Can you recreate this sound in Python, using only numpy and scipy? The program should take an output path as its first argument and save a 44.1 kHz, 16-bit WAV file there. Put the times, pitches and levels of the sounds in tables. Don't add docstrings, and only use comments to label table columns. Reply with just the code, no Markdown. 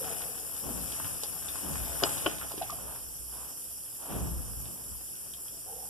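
import sys
import numpy as np
from scipy import signal
from scipy.fft import rfft, irfft
from scipy.io import wavfile
from scipy.ndimage import uniform_filter1d

SR = 44100
rng = np.random.default_rng(int(sys.argv[2]) if len(sys.argv) > 2 else 0)


def master_out(mix):
    frames = np.transpose(np.atleast_2d(mix))
    ceiling = np.clip(frames, -1, 1)
    pcm = np.round(ceiling * 32767).astype(np.int16)
    wavfile.write(sys.argv[1], SR, pcm)


N = 259749

# t/s, level/dB, left-right/dB
JET_FLOW = [(0.0, -39, 3.0), (0.13, -38.5, 5), (0.43, -40, 1.5), (0.72, -38.5, 5.5), (0.92, -38, 3.5),
            (1.36, -40, 4.5), (2.13, -36.5, 4), (2.23, -39, 3), (2.29, -40, 0), (2.61, -42, -1),
            (4.38, -42.5, -1), (4.5, -42, -2), (5.58, -43, 0.5), (5.89, -42.5, -3)]
# f/Hz, gain/dB
HISS_SPECTRUM = [(300, -5.5), (1200, -22.5), (3000, -19), (3900, -29), (4700, -10), (5200, -6.5),
                 (6500, -8.5), (8000, -2), (9200, 1), (10000, 4.5), (11600, 5), (12400, 1.5), (13300, -8),
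                 (14400, -3.5)]
# f/Hz, width/Hz, gain/dB
HISS_PEAKS = [(3050, 80, 6), (5710, 630, 4), (7960, 130, 5), (11090, 220, 3)]
# peak t/s, level/dB
SPILLS = [(0.05, -55), (0.45, -61.5), (0.95, -56.5), (1.252, -61), (1.5, -59), (1.85, -55.5),
          (2.168, -51.5), (2.58, -61), (2.85, -77)]
# f/Hz, gain/dB
RUNOFF_SPECTRUM = [(25, -42), (60, 11.5), (150, 14.5), (400, 10.5), (750, 8), (1200, 2.5), (1700, 4),
                   (3000, 2.5), (4500, -5), (7000, 3), (10000, -37), (14000, -55)]
# t/s, level/dB, lower f/Hz, upper f/Hz, upper gain/dB, lower width/Hz, gurgle/dB
HOLLOWS = [(0.0, -43.5, 466, 745, -6, 95, 3), (5.66, -52.5, 479, 790, 0, 65, 2)]
# f/Hz, gain/dB
DRONE_SPECTRUM = [(20, -37), (38, -48), (60, 1), (82, -36), (115, -1.5), (150, -6), (250, -11.5),
                  (500, -7.5), (1000, -65), (3000, -87)]
# f/Hz, width/Hz, gain/dB
ROOM_MODES = [(62, 7, 17), (114, 8, 8), (166, 10, 4)]
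# t/s, peak level/dB, centre f/Hz, spray decay/ms
HEAVY_DROPS = [(.218, -30, 2400, 4), (.566, -33, 5200, 1), (.813, -32, 5000, 1), (.907, -33, 5500, 1),
               (.9233, -28, 3500, 1.5), (1, -31, 1300, 3), (1.045, -29, 1900, 3), (1.226, -31, 4600, 1),
               (1.2335, -30, 600, 4), (1.2352, -17, 5900, 1.3), (1.24, -29, 4800, 5), (1.486, -29, 3400, 3),
               (1.557, -31, 1380, 3), (1.558, -32, 5400, 1), (1.739, -31, 5300, 1), (1.756, -27, 1500, 3),
               (2.013, -30, 1200, 3), (2.046, -25, 550, 3), (2.057, -29, 700, 3), (2.067, -29, 1200, 3),
               (2.092, -27, 5500, 2), (2.135, -28, 6000, 2), (2.18, -28, 5200, 2), (2.319, -33, 700, 3),
               (2.384, -29, 3600, 2), (2.413, -29, 1430, 3), (2.421, -31, 1500, 3), (2.448, -35, 480, 3),
               (2.499, -33, 5000, 1), (2.517, -32, 800, 3), (2.519, -31, 3700, 3), (2.58, -31, 3400, 4),
               (2.622, -29, 3000, 5), (2.704, -28, 5400, 3), (2.787, -35, 800, 3), (2.96, -35, 1400, 3),
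               (4.655, -41, 3100, 4), (4.972, -39, 5100, 1), (5.155, -39.5, 3000, 2), (5.337, -33, 4200, 3)]
# peak t/s, rise/s, fall/s, level/dB, foam f/Hz, glide/(octaves per s)
GUSHES = [(0.699, .06, .12, -41, 244, -3.5), (1.135, 0.03, 0.06, -53.5, 125, -3),
          (1.72, 0.085, 0.12, -40.5, 135, -15), (2.8, 0.41, 0.42, -56.5, 66, -2.5),
          (2.91, 0.13, 0.069, -48.5, 670, 7), (3.385, 0.059, 0.11, -51.5, 960, -1.5),
          (4.09, 0.075, 0.053, -48, 775, 1), (4.172, 0.069, 0.19, -37.5, 172, -9.5),
          (4.23, .05, 0.058, -46, 58, 0), (4.52, 0.064, 0.19, -48.5, 58.5, 8),
          (4.68, 0.032, 0.1, -58.5, 696, -1), (4.9, 0.065, 0.065, -53.5, 66.4, -5)]
# f/Hz, gain/dB
FOAM_RADIATION = [(25, -52), (43, -4), (62, 12.5), (85, -4), (240, 0.5), (350, -2), (1000, -2.5),
                  (1600, -5.5), (3000, -3), (6000, -14)]
# f/Hz, coherence/(0-1); and f/Hz, lead of the left port/rad
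BOOM_ALIKE, BOOM_LEAD = [(65, 0.81), (120, 1), (180, 0.33)], [(50, 0.7), (118, 1.47), (170, 0.31)]
# t/s, peak level/dB, f/Hz, swell/s, t60/s, rise/(share of f), splash over the peak/dB
PLOPS = [(2.538, -38, 390, .0032, .04, -.2, -3), (2.578, -30, 345, .0015, .028, .1, -5),
         (2.61, -27, 590, .009, .016, .75, -8), (2.697, -33, 1143, .002, .03, .15, -2),
         (2.725, -38, 720, .0026, .035, -.1, -3), (1.105, -44, 115, .02, .16, .2, -14),
         (1.486, -37, 3550, .002, .009, .1, -2), (5.3365, -46, 3100, .001, .03, .15, 3),
         (5.481, -48, 3200, .001, .022, .06, 4)]
# t/s, length/s, level/dB, f/Hz, climb/(Hz per s), width/Hz
SQUIRTS = [(1.453, .035, -46, 7950, 3000, 700), (2.046, .03, -34.5, 7800, 6000, 1200),
           (2.074, 0.18, -41.5, 8050, 5030, 1600)]
# t/s, level over the first 6 ms/dB, cutoff f/Hz, factor on t60
KNOCK_CONTACTS = [(2.0223, -33, 900, 0.58), (2.027, -39, 695, 0.78), (2.03, -27.5, 1950, 0.2),
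                  (2.0357, -20, 6760, .85), (2.2596, -36, 2930, 0.66), (2.2616, -24, 3070, 0.64),
                  (2.2651, -24, 3370, 1), (2.2771, -31, 880, 0.5)]
# f/Hz, level/dB, t60/s
KNOCK_MODES = [(275, -4, .035), (333, -1, .06), (429, -3, .06), (525, -8, .035), (707, -2, .04),
               (942, -9, .025), (1096, -7, .026), (1413, -1.5, .018), (1583, -11, .03), (2330, -8, .018),
               (2790, -5, .028), (3050, -2, .038), (4300, -3, .014), (4813, -4, .028), (5060, 3, .028),
               (5700, -5, .013)]
# f/Hz, t60/s
ROOM_DECAY = [(100, 0.29), (500, 0.12), (2000, 0.23), (8000, 0.035), (14000, 0.0075)]
# f/Hz, share/(0-1)
CROSSFEED = [(100, 0.14), (400, 0.3), (1000, 0.47), (2000, 1), (4200, 1), (5300, 1), (6400, 0.5),
             (7400, 0.39), (8600, 0.1), (14000, 0.1)]


def gain_of(db):
    return 10 ** (np.asarray(db) / 20)


def unit_rms(x):
    return x / np.sqrt(np.mean(x ** 2) + 1e-20)


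def read(points, hz):
    f, value = np.transpose(points)
    return np.interp(np.log(hz + 1), np.log(f + 1), value)


def follow(rows):
    s, *columns = np.transpose(rows)
    return [np.interp(np.arange(N) / SR, s, c) for c in columns]


def coloured(x, db_at):
    return irfft(rfft(x) * gain_of(db_at(np.fft.rfftfreq(x.shape[-1], 1 / SR))), x.shape[-1])


def humps(peaks, hz):
    return sum(db / (1 + (2 * (hz - centre) / width) ** 2) for centre, width, db in peaks)


def resonance(hz, centre, width):
    return -20 * np.log10(1 + (2 * (hz - centre) / width) ** 2)


def panned(x, side_db):
    return x * gain_of(np.array([[1], [-1]]) * side_db / 2)


def from_left(x, lag_s):
    hz = np.fft.rfftfreq(N, 1 / SR)
    return np.array([x[0], irfft(rfft(x[1]) * np.exp(-2j * np.pi * hz * lag_s), N)])


def add(mix, s, sound):
    part = mix[..., round(s * SR):][..., :sound.shape[-1]]
    part += sound[..., :part.shape[-1]]


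def wander(per_s):
    return unit_rms(coloured(rng.standard_normal(N), lambda hz: -20 * np.log10(1 + (hz / per_s) ** 4)))


def patchy_noise(patchy_db, flicker_db):
    frames = N // 128 + 5
    re, im, patches = rng.standard_normal((3, 2, frames, 257))
    patches = unit_rms(uniform_filter1d(uniform_filter1d(patches[0], size=14, axis=0), size=7, axis=1))
    flicker = unit_rms(uniform_filter1d(rng.standard_normal(frames), size=5))[:, None]
    spectra = (re + 1j * im) * gain_of(patchy_db * patches + flicker_db * flicker)
    return signal.istft(spectra.swapaxes(1, 2), nperseg=512, noverlap=384)[1][:, :N]


def impacts(per_s, spread_db):
    size = gain_of(spread_db * np.minimum(rng.exponential(1, (2, N)), 4))
    return size * rng.choice([-1, 1], (2, N)) * (rng.random((2, N)) < per_s / SR)


def jet(gain_db=2.5, rubs_per_s=2.3, rub_db=0.25, rub_side_db=0.4):
    flow_db, side_db = follow(JET_FLOW)
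    fizz = unit_rms(patchy_noise(patchy_db=2.0, flicker_db=0.34))
    fizz += 0.34 * unit_rms(impacts(per_s=6700, spread_db=6.0))
    hiss = unit_rms(coloured(fizz, lambda hz: read(HISS_SPECTRUM, hz) + humps(HISS_PEAKS, hz)))
    hiss *= gain_of(flow_db + gain_db + rub_db * wander(rubs_per_s))
    return panned(hiss, side_db + rub_side_db * wander(rubs_per_s))


def bubble(hz, swell, t60, rise):
    t = np.arange(int((swell + t60) * SR)) / SR
    attack = np.sin(np.pi / 2 * np.minimum(t / swell, 1)) ** 2
    decay = gain_of(-60 * np.maximum(t - swell, 0) / t60)
    return attack * decay * np.sin(2 * np.pi * hz * (t + rise * t ** 2 / (2 * (swell + t60))))


def ticks(per_s=90, under_flow_db=8, spread_db=9, low_hz=2800, high_hz=6500):
    out, (flow_db, _) = np.zeros((2, N)), follow(JET_FLOW)
    for when, pitch, softness, ring, side in rng.random((round(per_s * N / SR), 5)):
        hz = low_hz * (high_hz / low_hz) ** pitch
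        tick = bubble(hz, swell=1 / hz, t60=(8 + 40 * ring) / hz, rise=.2)
        db = flow_db[int(when * N)] - under_flow_db - spread_db * np.sqrt(softness)
        add(out, when * N / SR, panned(gain_of(db) * tick, side_db=16 * (side - .5)))
    return out


def runoff_flow(trickle_db=-69.5, rise_s=0.15, fall_s=0.18):
    t, power = np.arange(N) / SR, gain_of(trickle_db) ** 2
    for s, db in SPILLS:
        power = power + gain_of(db) ** 2 * np.exp(-((t - s) / np.where(t < s, rise_s, fall_s)) ** 2)
    return np.sqrt(power)


def small_bubbles(per_s, cycles, sizes=28, tries=120):
    out = np.zeros((2, N))
    for hz in np.geomspace(400, 7000, sizes):
        chirp = bubble(hz, swell=1 / hz, t60=cycles / hz, rise=0.4) * np.sqrt(hz)
        for when, strength, side, chance in rng.random((tries, 4)):
            if chance < per_s * N / SR / sizes / tries:
                add(out, when * N / SR, panned(chirp * gain_of(9.9 * strength ** 3), 24 * (side - .5)))
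    return unit_rms(out)


def runoff(gain_db=9, bubbles_db=-9):
    wash = unit_rms(patchy_noise(patchy_db=3, flicker_db=1.8))
    patter = unit_rms(impacts(per_s=500, spread_db=5))
    bubbles = gain_of(bubbles_db) * small_bubbles(per_s=300, cycles=16)
    water = unit_rms(coloured(wash + patter, lambda hz: read(RUNOFF_SPECTRUM, hz))) + bubbles
    return panned(water * runoff_flow() * gain_of(gain_db), side_db=2.5)


def hollow_ring(attack_s=.012, fade_db_per_s=42, pitch_waver=.022, gurgles_per_s=32):
    out, t = np.zeros(N), np.arange(SR) / SR
    shape = np.minimum(t / attack_s, 1) * gain_of(-fade_db_per_s * t)
    knots = np.linspace(0, 1, gurgles_per_s)
    for s, db, lower_hz, upper_hz, upper_db, lower_width, gurgle_db in HOLLOWS:
        for centre, share_db in ((lower_hz, 0), (upper_hz, upper_db)):
            width = lower_width * centre / lower_hz
            ring = coloured(rng.standard_normal(SR), lambda hz: resonance(hz, centre, width))
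            waver, lumps = (np.interp(t, knots, r) for r in rng.standard_normal((2, gurgles_per_s)))
            warped_t = np.cumsum(1 + pitch_waver * waver) / SR
            gurgle = np.interp(warped_t, t, ring) * gain_of(gurgle_db * np.tanh(lumps))
            add(out, s, gain_of(db + share_db) * shape * unit_rms(gurgle))
    return out


def room_tone(level_db=-59, apart=0.8):
    own, shared = rng.standard_normal((2, N)), rng.standard_normal(N)
    drone = coloured(apart * own + shared, lambda hz: read(DRONE_SPECTRUM, hz) + humps(ROOM_MODES, hz))
    return gain_of(level_db) * unit_rms(drone)


def splat(centre_hz, spray_ms, octaves=1.3):
    t = np.arange(2048) / SR
    slap = 2.5 * np.exp(-t / .0001)
    spray = rng.standard_normal((2, len(t))) * np.exp(-1000 * t / spray_ms)
    edges = np.clip(centre_hz * 2 ** (np.array([-1, 1]) * octaves / 2), 20, SR / 3)
    burst = signal.sosfilt(signal.butter(2, edges, "bandpass", fs=SR, output="sos"), slap + spray)
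    return burst / abs(burst).max()


def drops(drips_per_s=14, over_flow_db=23, low_hz=800, high_hz=2600, tries=100):
    out, flow = np.zeros((2, N)), runoff_flow()
    for s, db, centre_hz, spray_ms in HEAVY_DROPS:
        add(out, s, gain_of(db) * splat(centre_hz, spray_ms))
    for when, pitch, softness, chance in rng.random((tries, 4)):
        drip = splat(low_hz * (high_hz / low_hz) ** pitch, spray_ms=3)
        if chance < drips_per_s * N / SR / tries:
            add(out, when * N / SR, drip * flow[int(when * N)] * gain_of(over_flow_db - 10 * softness))
    return from_left(out, lag_s=.00003)


def gushes(grain=0.82, lowest_hz=54, above_db_per_octave=3.5, below_db_per_octave=7.5):
    churn = unit_rms(rng.standard_normal((2, N)) + grain * unit_rms(impacts(per_s=350, spread_db=1.0)))
    hz, t, (left, other) = signal.stft(churn, SR, nperseg=1024)
    hz, power = np.maximum(hz, 10)[:, None], 0
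    for s, rise, fall, db, foam_hz, glide in GUSHES:
        pitch_hz = np.maximum(foam_hz * 2 ** (glide * np.clip(t - s, -1, 1)), lowest_hz)
        octaves = np.log2(hz / pitch_hz)
        slope_db = np.minimum(-above_db_per_octave * octaves, below_db_per_octave * octaves)
        swell = np.exp(-np.where(t < s, ((t - s) / rise) ** 4, ((t - s) / fall) ** 2))
        power = power + gain_of(db + slope_db) ** 2 * swell
    alike = np.clip(read(BOOM_ALIKE, hz), 0, 1)
    right = (alike * left + np.sqrt(1 - alike ** 2) * other) * np.exp(-1j * read(BOOM_LEAD, hz))
    density = power * SR / (2 * np.log(2) * hz)
    amplitude = np.sqrt(density) * gain_of(read(FOAM_RADIATION, hz))
    foam = signal.istft(np.array([left, right]) * amplitude, nperseg=1024)[1][:, :N]
    boom = sum((gain_of(db) - 1) * signal.lfilter(*signal.iirpeak(f, f / width, SR), foam)
               for f, width, db in ROOM_MODES)
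    return foam + boom


def plops():
    out = np.zeros((2, N))
    for s, db, hz, swell, t60, rise, splash_db in PLOPS:
        add(out, s, gain_of(db) * bubble(hz, swell, t60, rise))
        add(out, s + swell, gain_of(db + splash_db) * splat(hz, spray_ms=6, octaves=2.2))
    return panned(out, side_db=0.5)


def squirts(attack_s=.005):
    out = np.zeros((2, N))
    for s, length, db, hz, climb, width in SQUIRTS:
        t = np.arange(round(2 * length * SR)) / SR
        band = unit_rms(coloured(rng.standard_normal((2, SR)), lambda f: resonance(f, hz, width)))
        spray = (signal.hilbert(band[:, :len(t)]) * np.exp(1j * np.pi * climb * t ** 2)).real
        shape = np.minimum(t / attack_s, 1) * np.exp(-(t / length) ** 4)
        add(out, s, gain_of(db) * shape * spray)
    return out


def knocks(push_s=.00035, crack_s=.003, detune=.012):
    out, t = np.zeros((2, N)), np.arange(4096) / SR
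    push = 3 * (1 - t / push_s) * np.exp(-t / push_s)
    for s, db, cutoff_hz, ring in KNOCK_CONTACTS:
        tuning = 1 + detune * rng.standard_normal(len(KNOCK_MODES))
        modes = 0
        for k, (hz, mode_db, t60) in enumerate(KNOCK_MODES):
            decay = gain_of(mode_db - 60 * t / (t60 * ring))
            modes += (-1) ** k * decay * np.sin(2 * np.pi * hz * tuning[k] * t)
        crack = 1.9 * rng.standard_normal((2, len(t))) * np.exp(-t / crack_s)
        lowpass = signal.butter(6, min(cutoff_hz, SR / 3), fs=SR, output="sos")
        blow = signal.sosfilt(lowpass, push + modes + crack)
        add(out, s, gain_of(db) * blow / blow[:, t < .006].std())
    return panned(from_left(out, lag_s=.00005), side_db=4)


def washroom(x, density=.08, gap_samples=200):
    n = SR // 2
    echoes = rng.standard_normal((2, n)) * (rng.random((2, n)) < density) * (np.arange(n) > gap_samples)
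    hz, t, spectra = signal.stft(echoes, SR, nperseg=256)
    decay = gain_of(-60 * t / read(ROOM_DECAY, hz)[:, None])
    tail = signal.istft(spectra * decay, SR, nperseg=256)[1]
    return signal.fftconvolve(x, tail / np.linalg.norm(tail[0]), axes=1)[:, :N]


def scene(water_wet_db=-9, knock_wet_db=-16):
    water = runoff() + drops() + ticks() + plops() + squirts() + hollow_ring()
    bumps = knocks()
    direct = jet() + gushes() + water + bumps
    return direct + room_tone() + washroom(gain_of(water_wet_db) * water + gain_of(knock_wet_db) * bumps)


def record(dry, port_lag_s=.000474, edge_hz=14270):
    hz, ports = np.fft.rfftfreq(N, 1 / SR), rfft(dry)
    share = np.clip(read(CROSSFEED, hz), 0, 1)
    opposite = np.exp(-2j * np.pi * hz * port_lag_s) * ports[::-1]
    pair = irfft((ports - share * opposite) / np.sqrt(1 + share ** 2), N)
    lowpass = signal.firwin(801, edge_hz, window=("kaiser", 9), fs=SR)
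    return signal.oaconvolve(pair, lowpass[None], "same")


dry = scene()
out = record(dry)
master_out(out)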